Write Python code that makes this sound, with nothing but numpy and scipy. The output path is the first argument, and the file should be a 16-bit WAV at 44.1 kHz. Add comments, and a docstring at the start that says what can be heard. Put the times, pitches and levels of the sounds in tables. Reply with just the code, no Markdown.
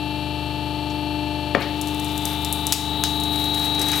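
"""A hydraulic pump hums and buzzes on multiples of its shaft speed, whining harder as the load builds.
The press is pushing a billiard ball and a steel washer into a wooden board in a small workshop.
The board splits with a dull knock, then its fibres snap and crackle as they are crushed.
It all sits to the left; the microphone's gain control ducks after the loudest cracks."""
import sys
import numpy as np
from scipy import signal
from scipy.fft import rfft, irfft
from scipy.io import wavfile

SR = 44100
rng = np.random.default_rng(int(sys.argv[2]) if len(sys.argv) > 2 else 0)


def transcribe(signal):
    """Save signal, clipped to [-1, 1], as a 16-bit WAV file at the path in sys.argv[1]."""
    frames = np.atleast_2d(signal).T
    limited = np.clip(frames, -1, 1)
    pcm = np.round(limited * 32767).astype(np.int16)
    wavfile.write(sys.argv[1], SR, pcm)


N = 176400
TIME = np.arange(N) / SR
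SPLINTERS_PER_S, TOP_CUT_HZ = 5000, 16100

# pump shaft, sagging slightly: (time [s], speed [turns/s])
SHAFT_SPEED = [(0, 24.935), (1.4, 24.925), (2.2, 24.905), (3.05, 24.872), (3.75, 24.826), (4, 24.82)]
# low pump tones, by shaft multiple: (unloaded level [dB], full-load level [dB])
HUM_TONES = {2: (-54.5, -54), 3: (-37, -35), 4: (-53.5, -48.5), 5: (-37.5, -42), 6: (-42.5, -38.5),
             7: (-45.5, -42), 8: (-47.5, -48), 9: (-50.5, -47.5), 10: (-52.5, -96), 11: (-48, -44.5),
             14: (-47, -56.5), 15: (-48.5, -54), 16: (-54.5, -46), 17: (-53.5, -47.5), 18: (-49.5, -47.5),
             28: (-45, -42), 29: (-61, -61), 32: (-52.5, -46), 35: (-34.5, -35), 36: (-43.5, -41.5),
             23: (-60, -57.5), 26: (-56, -59), 33: (-68, -45.5), 46: (-56.5, -51), 48: (-56, -52.5),
             50: (-57, -51.5)}
# high pump tones, by shaft multiple: (unloaded level [dB], half-load level [dB], full-load level [dB])
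WHINE_TONES = {70: (-55.5, -62, -55.5), 95: (-54.5, -58, -55), 96: (-51, -49.5, -59.5),
               108: (-40.5, -41, -46.5), 120: (-48, -43, -45), 132: (-72, -46.5, -44.5),
               138: (-56.5, -43, -68), 144: (-54, -40, -40), 156: (-49.5, -40, -26.5), 158: (-57, -50, -43),
               168: (-67, -83, -36.5), 170: (-53.5, -72, -43), 174: (-58, -73, -48), 176: (-46, -53, -53),
               180: (-52.5, -69, -50)}


def from_db(db):
    """Decibels to gain."""
    return 10 ** (np.asarray(db) / 20)


def unit_rms(x):
    """Scale to unit level."""
    return x / np.sqrt(np.mean(x ** 2) + 1e-20)


def in_time(rows):
    """Each column of an automation curve, sample by sample."""
    times, *columns = np.transpose(rows)
    return [np.interp(TIME, times, c) for c in columns]


def at_hz(points, hz):
    """Each column of a spectrum at the given frequencies."""
    freqs, *columns = np.transpose(points)
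    return [np.interp(np.log(np.maximum(hz, 1)), np.log(freqs), c) for c in columns]


def colour(x, spectrum):
    """EQ a steady sound; unit level."""
    hz = np.arange(N // 2 + 1) * SR / N
    return unit_rms(irfft(rfft(x) * from_db(at_hz(spectrum, hz)[0]), N))


def band(x, low_hz, high_hz, order=2):
    """Causal band-pass."""
    return signal.sosfilt(signal.butter(order, [low_hz, high_hz], "band", fs=SR, output="sos"), x + 1e-18)


def drift(rate_hz):
    """Smooth random wander with a spread of 1."""
    hop, settle = 100, 1000
    pole = np.exp(-2 * np.pi * rate_hz * hop / SR)
    noise = rng.standard_normal(N // hop + settle + 2)
    slow = signal.lfilter([1], [1, -2 * pole, pole * pole], noise)[settle:]
    return np.interp(np.arange(N) / hop, np.arange(len(slow)), unit_rms(slow))


def grains(per_s, spread_db, size):
    """Random clicks of uneven strength; unit level."""
    strength = from_db(spread_db * np.minimum(rng.exponential(1, size), 4))
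    return unit_rms(strength * rng.choice([-1, 1], size) * (rng.random(size) < per_s / SR))


def add(track, start_s, sound):
    """Mix a sound in at a time."""
    i = int(start_s * SR)
    track[i:i + len(sound)] += sound[:N - i]


def workshop(x, t60_s=0.46, build_s=0.002, wall_cut_hz=8900):
    """Dense reflections that build quickly and die away, dulled by the walls."""
    t = TIME[:SR]
    tail = rng.standard_normal(SR) * from_db(-60 * t / t60_s) * (1 - np.exp(-t / build_s))
    pole = np.exp(-2 * np.pi * wall_cut_hz / SR)
    dull_tail = signal.lfilter([1 - pole], [1, -pole], tail / np.linalg.norm(tail))
    return signal.fftconvolve(x, dull_tail)[:N]


def pump_tones(turns, load, hum_scatter_rad=1.71):
    """Gear mesh, hum and whine lock to the shaft; the load shifts the balance of hum and whine."""
    # gears meshing 12 times a turn: (time [s], level [dB])
    mesh = [(0, -30.5), (.45, -34), (1.2, -28.5), (1.5, -33), (1.9, -28.5), (2.5, -33.5), (2.95, -32.5),
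            (3.35, -29.5), (3.65, -32), (3.85, -30), (4, -30.5)]
    # the octave above the mesh tone: (time [s], level [dB])
    mesh_octave = [(0, -48.5), (.3, -42.5), (.55, -45.5), (1.5, -40), (1.8, -50), (2.6, -55), (4, -51)]

    def tone(multiple, db, scatter_rad):
        phase = 2 * np.pi * multiple * turns + scatter_rad * rng.standard_normal()
        return np.sqrt(2) * from_db(db) * np.cos(phase)

    def stack(tones, waver_db, scatter_rad):
        for multiple, levels_db in tones.items():
            db = np.interp(load, np.linspace(0, 1, len(levels_db)), levels_db)
            yield tone(multiple, db + waver_db * drift(rate_hz=0.76), scatter_rad)

    gears = tone(12, in_time(mesh)[0], hum_scatter_rad)
    gears += tone(24, in_time(mesh_octave)[0], hum_scatter_rad)
    hum = sum(stack(HUM_TONES, waver_db=0.87, scatter_rad=hum_scatter_rad))
    whine = sum(stack(WHINE_TONES, waver_db=1.5, scatter_rad=1))
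    return gears + hum + whine


def each_turn(cycle, turns):
    """Loop one cycle in step with the shaft."""
    return np.interp(turns % 1, np.arange(len(cycle)) / len(cycle), cycle)


def housing_buzz(turns, load, uneven_db=3, size=8192):
    """The same rough rattle of the housing comes round every turn, changing colour with the load."""
    # buzz per partial: (frequency [Hz], unloaded level [dB], full-load level [dB])
    buzz_spectrum = [(318, -58, -52), (483, -68, -58.5), (674, -55.5, -59.5), (1077, -90.5, -70),
                     (1144, -58.5, -56), (1343, -71, -62.5), (1656, -68.5, -75.5), (2430, -78, -72),
                     (2810, -61, -77), (3310, -58.5, -61), (3780, -66.5, -51), (3990, -62, -53),
                     (4800, -69.5, -70), (5850, -78.5, -83), (12000, -99, -75)]
    multiples = np.arange(size // 2 + 1)
    hz = multiples * SHAFT_SPEED[0][1]
    tonal = np.isin(multiples, [24, *HUM_TONES, *WHINE_TONES])
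    between_tones = (multiples > 12) & (hz < TOP_CUT_HZ) & ~tonal

    def rattle(db):
        gains = between_tones * from_db(db + uneven_db * rng.standard_normal(len(hz)))
        partials = gains * np.exp(2j * np.pi * rng.random(len(hz)))
        return each_turn(irfft(partials) * size / np.sqrt(2), turns)

    unloaded, loaded = [rattle(db) for db in at_hz(buzz_spectrum, hz)]
    return np.sqrt(1 - load) * unloaded + np.sqrt(load) * loaded


def valve_tick(turns, load, hz=4246, width_hz=280, decay_s=0.0014, size=8192):
    """A valve ticks once a turn, fading under load."""
    unloaded_db, load_change_db = -47, -9
    t = np.arange(size) / size / SHAFT_SPEED[0][1]
    burst = rng.standard_normal(size) * np.exp(-t / decay_s)
    ticks = band(each_turn(burst, turns), hz - width_hz / 2, hz + width_hz / 2)
    return unit_rms(ticks) * from_db(unloaded_db + load_change_db * load)


def oil_flow(load, unloaded_db=-42.5, load_change_db=2.5):
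    """A smooth bed of oil rush and motor noise swells a little with the load."""
    # colour of the rush: (frequency [Hz], relative level [dB])
    flow_spectrum = [(30, -8), (70, 8), (150, 5), (400, 0), (750, 2.5), (1050, -1.5), (2000, -9),
                     (2800, 0.5), (3600, -13), (4300, -7), (5500, -32), (7300, -16.5), (9500, -12.5),
                     (10800, -20), (12300, -9.5), (15500, -39)]
    return colour(rng.standard_normal(N), flow_spectrum) * from_db(unloaded_db + load_change_db * load)


def board_split(knock_s=1.5488, knock_db=-10, room_db=-6.5):
    """The board gives way with a ringing knock, and in dense tears, each in a band of its own."""
    # wood tearing: (time [s], level [dB], low edge [Hz], high edge [Hz], rise [s], decay [s])
    tears = [(.895, -41, 2000, 7000, .006, .012), (1.549, -20, 132, 870, 0.0019, 0.036),
             (1.548, -21.5, 900, 3300, .0003, 0.013), (1.5496, -31, 3480, 7150, 0.00033, 0.0033),
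             (1.557, -20, 434, 654, 0.0013, 0.0099), (1.566, -25, 865, 1330, 0.0008, .016),
             (1.595, -27, 1440, 2580, 0.0067, 0.026), (1.615, -25, 1950, 4600, 0.013, 0.014),
             (1.597, -41.5, 6000, 15000, .012, 0.027), (2.7235, -28, 760, 3200, 0.00033, 0.0079),
             (2.725, -21.5, 2400, 6050, 0.00088, 0.018), (3.039, -25, 2620, 6040, 0.0018, 0.017),
             (3.791, -31, 330, 606, .005, .022)]
    # ring of the board: (frequency [Hz], level relative to the knock [dB], decay [s])
    board_modes = [(234, -7.5, 0.013), (400, -1, 0.0058), (558, 0.5, 0.01), (715, -4.5, 0.011),
                   (1190, -3, 0.0039), (1820, -1, .005), (2410, -5, 0.0029), (3320, -11, 0.0025)]
    wood, t = np.zeros(N), TIME[:SR // 4]
    for start_s, db, low_hz, high_hz, rise_s, decay_s in tears:
        envelope = (1 - np.exp(-t / rise_s)) * np.exp(-t / decay_s)
        splinters = grains(SPLINTERS_PER_S, spread_db=1.2, size=len(t))
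        tear = band(splinters * envelope, low_hz, high_hz, order=3)
        tear *= np.sqrt(decay_s * SR / 2 / np.sum(tear ** 2))  # same energy whatever the bandwidth
        add(wood, start_s, from_db(db) * tear)
    for k, (hz, db, decay_s) in enumerate(board_modes):
        ring = np.sin(2 * np.pi * hz * t) * np.exp(-t / decay_s)
        add(wood, knock_s, (-1) ** k * from_db(knock_db + db) * ring)
    return wood + from_db(room_db) * workshop(wood)


def fibre_snaps(top_hz=12700, room_db=-6):
    """Each snap is one sharp click and a dying shower of splinters, some bright, some deeper."""
    # fibres breaking: (time [s], relative click [dB], relative splinters [dB], low edge [Hz], decay [s])
    breaks = [(1.8141, -7.5, -31.5, 5100, 0.0077), (1.872, -26, -35.5, 5470, 0.019),
              (1.946, -20, -35, 6000, .003), (1.997, -18, -30.5, 6000, 0.004),
              (2.045, -22, -33.5, 6000, 0.011), (2.178, -24, -30, 5530, 0.0043),
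              (2.254, -19, -24.5, 5630, 0.0072), (2.4479, -6.5, -26, 3450, 0.0042),
              (2.5267, 2, -17, 7960, 0.0046), (2.6685, -0.5, -23.5, 5760, 0.005),
              (2.7236, 10, -8, 2900, 0.0065), (3.0377, -15, -16, 1730, 0.0025),
              (3.099, -22, -52, 6050, .003), (3.2, -25, -31, 6000, 0.0039),
              (3.2077, -15, -31, 7060, 0.0023), (3.236, -24, -32, 4500, 0.011),
              (3.358, -25, -34.5, 2000, .006), (3.442, -23, -35.5, 2000, 0.0088),
              (3.544, -21, -30, 3000, 0.0063), (3.595, -24, -36, 3000, .012),
              (3.645, -35, -34.5, 3000, 0.014), (3.747, -24, -30.5, 3470, 0.0047),
              (3.793, -17, -27.5, 3500, .008), (3.8158, -6.5, -20, 3980, 0.0036),
              (3.824, -27, -27, 4500, .005), (3.8853, -12, -25.5, 3500, 0.0039),
              (3.916, -21, -29, 3500, 0.0062)]
    snaps, t = np.zeros(N), TIME[:SR // 8]
    for start_s, click_db, splinter_db, low_hz, decay_s in breaks:
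        splinters = grains(SPLINTERS_PER_S, spread_db=5.5, size=len(t))
        snap = from_db(splinter_db) * splinters * np.exp(-t / decay_s)
        snap[0] = from_db(click_db)
        add(snaps, start_s, 2 * band(snap, low_hz, top_hz))
    return snaps + from_db(room_db) * workshop(snaps)


def crushing(clump_db=2.5, thick_db=-9.5):
    """Countless small fibres fail in clumps under the washer; now and then a thicker one ticks."""
    # swells of the crushing: (time [s], crackle level [dB], crunch level [dB])
    swells = [(0, -80, -80), (1.75, -66, -51), (2.08, -45, -42), (2.2, -48, -46), (2.3, -38.5, -40),
              (2.4, -49.5, -46), (2.62, -47, -44.5), (2.8, -94, -41), (3.0, -46, -54), (3.3, -48, -47),
              (3.4, -38, -37), (3.51, -46, -41.5), (3.62, -37, -39), (3.77, -49, -43), (3.82, -40, -34.5),
              (3.87, -41, -35.5), (3.96, -33.5, -33), (4, -34, -34)]
    # fine, bright crackle: (frequency [Hz], relative level [dB])
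    crackle_spectrum = [(2000, -25), (4500, -5), (7000, -9), (9700, 1), (11000, -4), (13000, 4.5),
                        (15500, -13)]
    # deeper crunch: (frequency [Hz], relative level [dB])
    crunch_spectrum = [(120, -31), (400, -22), (900, -1.5), (1600, 2.5), (2400, 4.5), (4000, 0), (7000, -4),
                       (14000, -33)]
    layers = np.zeros(N)
    for db, spectrum in zip(in_time(swells), (crackle_spectrum, crunch_spectrum)):
        fine = grains(per_s=5200, spread_db=2, size=N) * from_db(clump_db * drift(rate_hz=32))
        thick = from_db(thick_db) * grains(per_s=160, spread_db=5, size=N)
        layers += from_db(db) * colour(fine + thick, spectrum)
    return layers


def scene(first_stroke_s=0.026, ripple_turns=0.00076, left_over_right_db=9.5):
    """Pump and breaking wood, panned together to the left."""
    # load on the ram: (time [s], share of full load [0-1])
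    ram_load = [(0, 0.01), (1.55, 0), (1.9, 0.24), (2.25, 0.48), (2.7, 0.73), (3.05, 0.9), (3.6, 0.98),
                (4, 0.95)]
    speed, load = in_time(SHAFT_SPEED)[0], in_time(ram_load)[0]
    turns = np.cumsum(speed) / SR - first_stroke_s * speed[0]
    turns += ripple_turns * np.sin(2 * np.pi * turns)  # the shaft leads and lags once a turn
    pump = pump_tones(turns, load) + housing_buzz(turns, load) + valve_tick(turns, load) + oil_flow(load)
    wood = board_split() + fibre_snaps() + crushing()
    pan = np.array([[from_db(left_over_right_db)], [1]])
    return (pump + wood) * pan / pan.mean()


def record(dry):
    """Gain control ducks after loud cracks, peaks clip, the top is cut."""
    threshold_db, sense_s, attack_s, release_db_per_s = -13.5, 0.0033, 0.0018, 27.5

    def smooth(x, lag_s):
        pole = np.exp(-1 / (lag_s * SR))
        return signal.lfilter([1 - pole], [1, -pole], x)

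    level_db = 10 * np.log10(smooth(dry.mean(axis=0) ** 2, sense_s) + 1e-12)
    over_db = np.maximum(level_db - threshold_db, 0)
    release_db = release_db_per_s * TIME
    duck_db = smooth(np.maximum.accumulate(over_db + release_db) - release_db, attack_s)
    clipped = np.clip(dry * from_db(-duck_db), -1, 1)
    return signal.sosfilt(signal.ellip(10, .1, 80, TOP_CUT_HZ, fs=SR, output="sos"), clipped)


dry = scene()
out = record(dry)
transcribe(out)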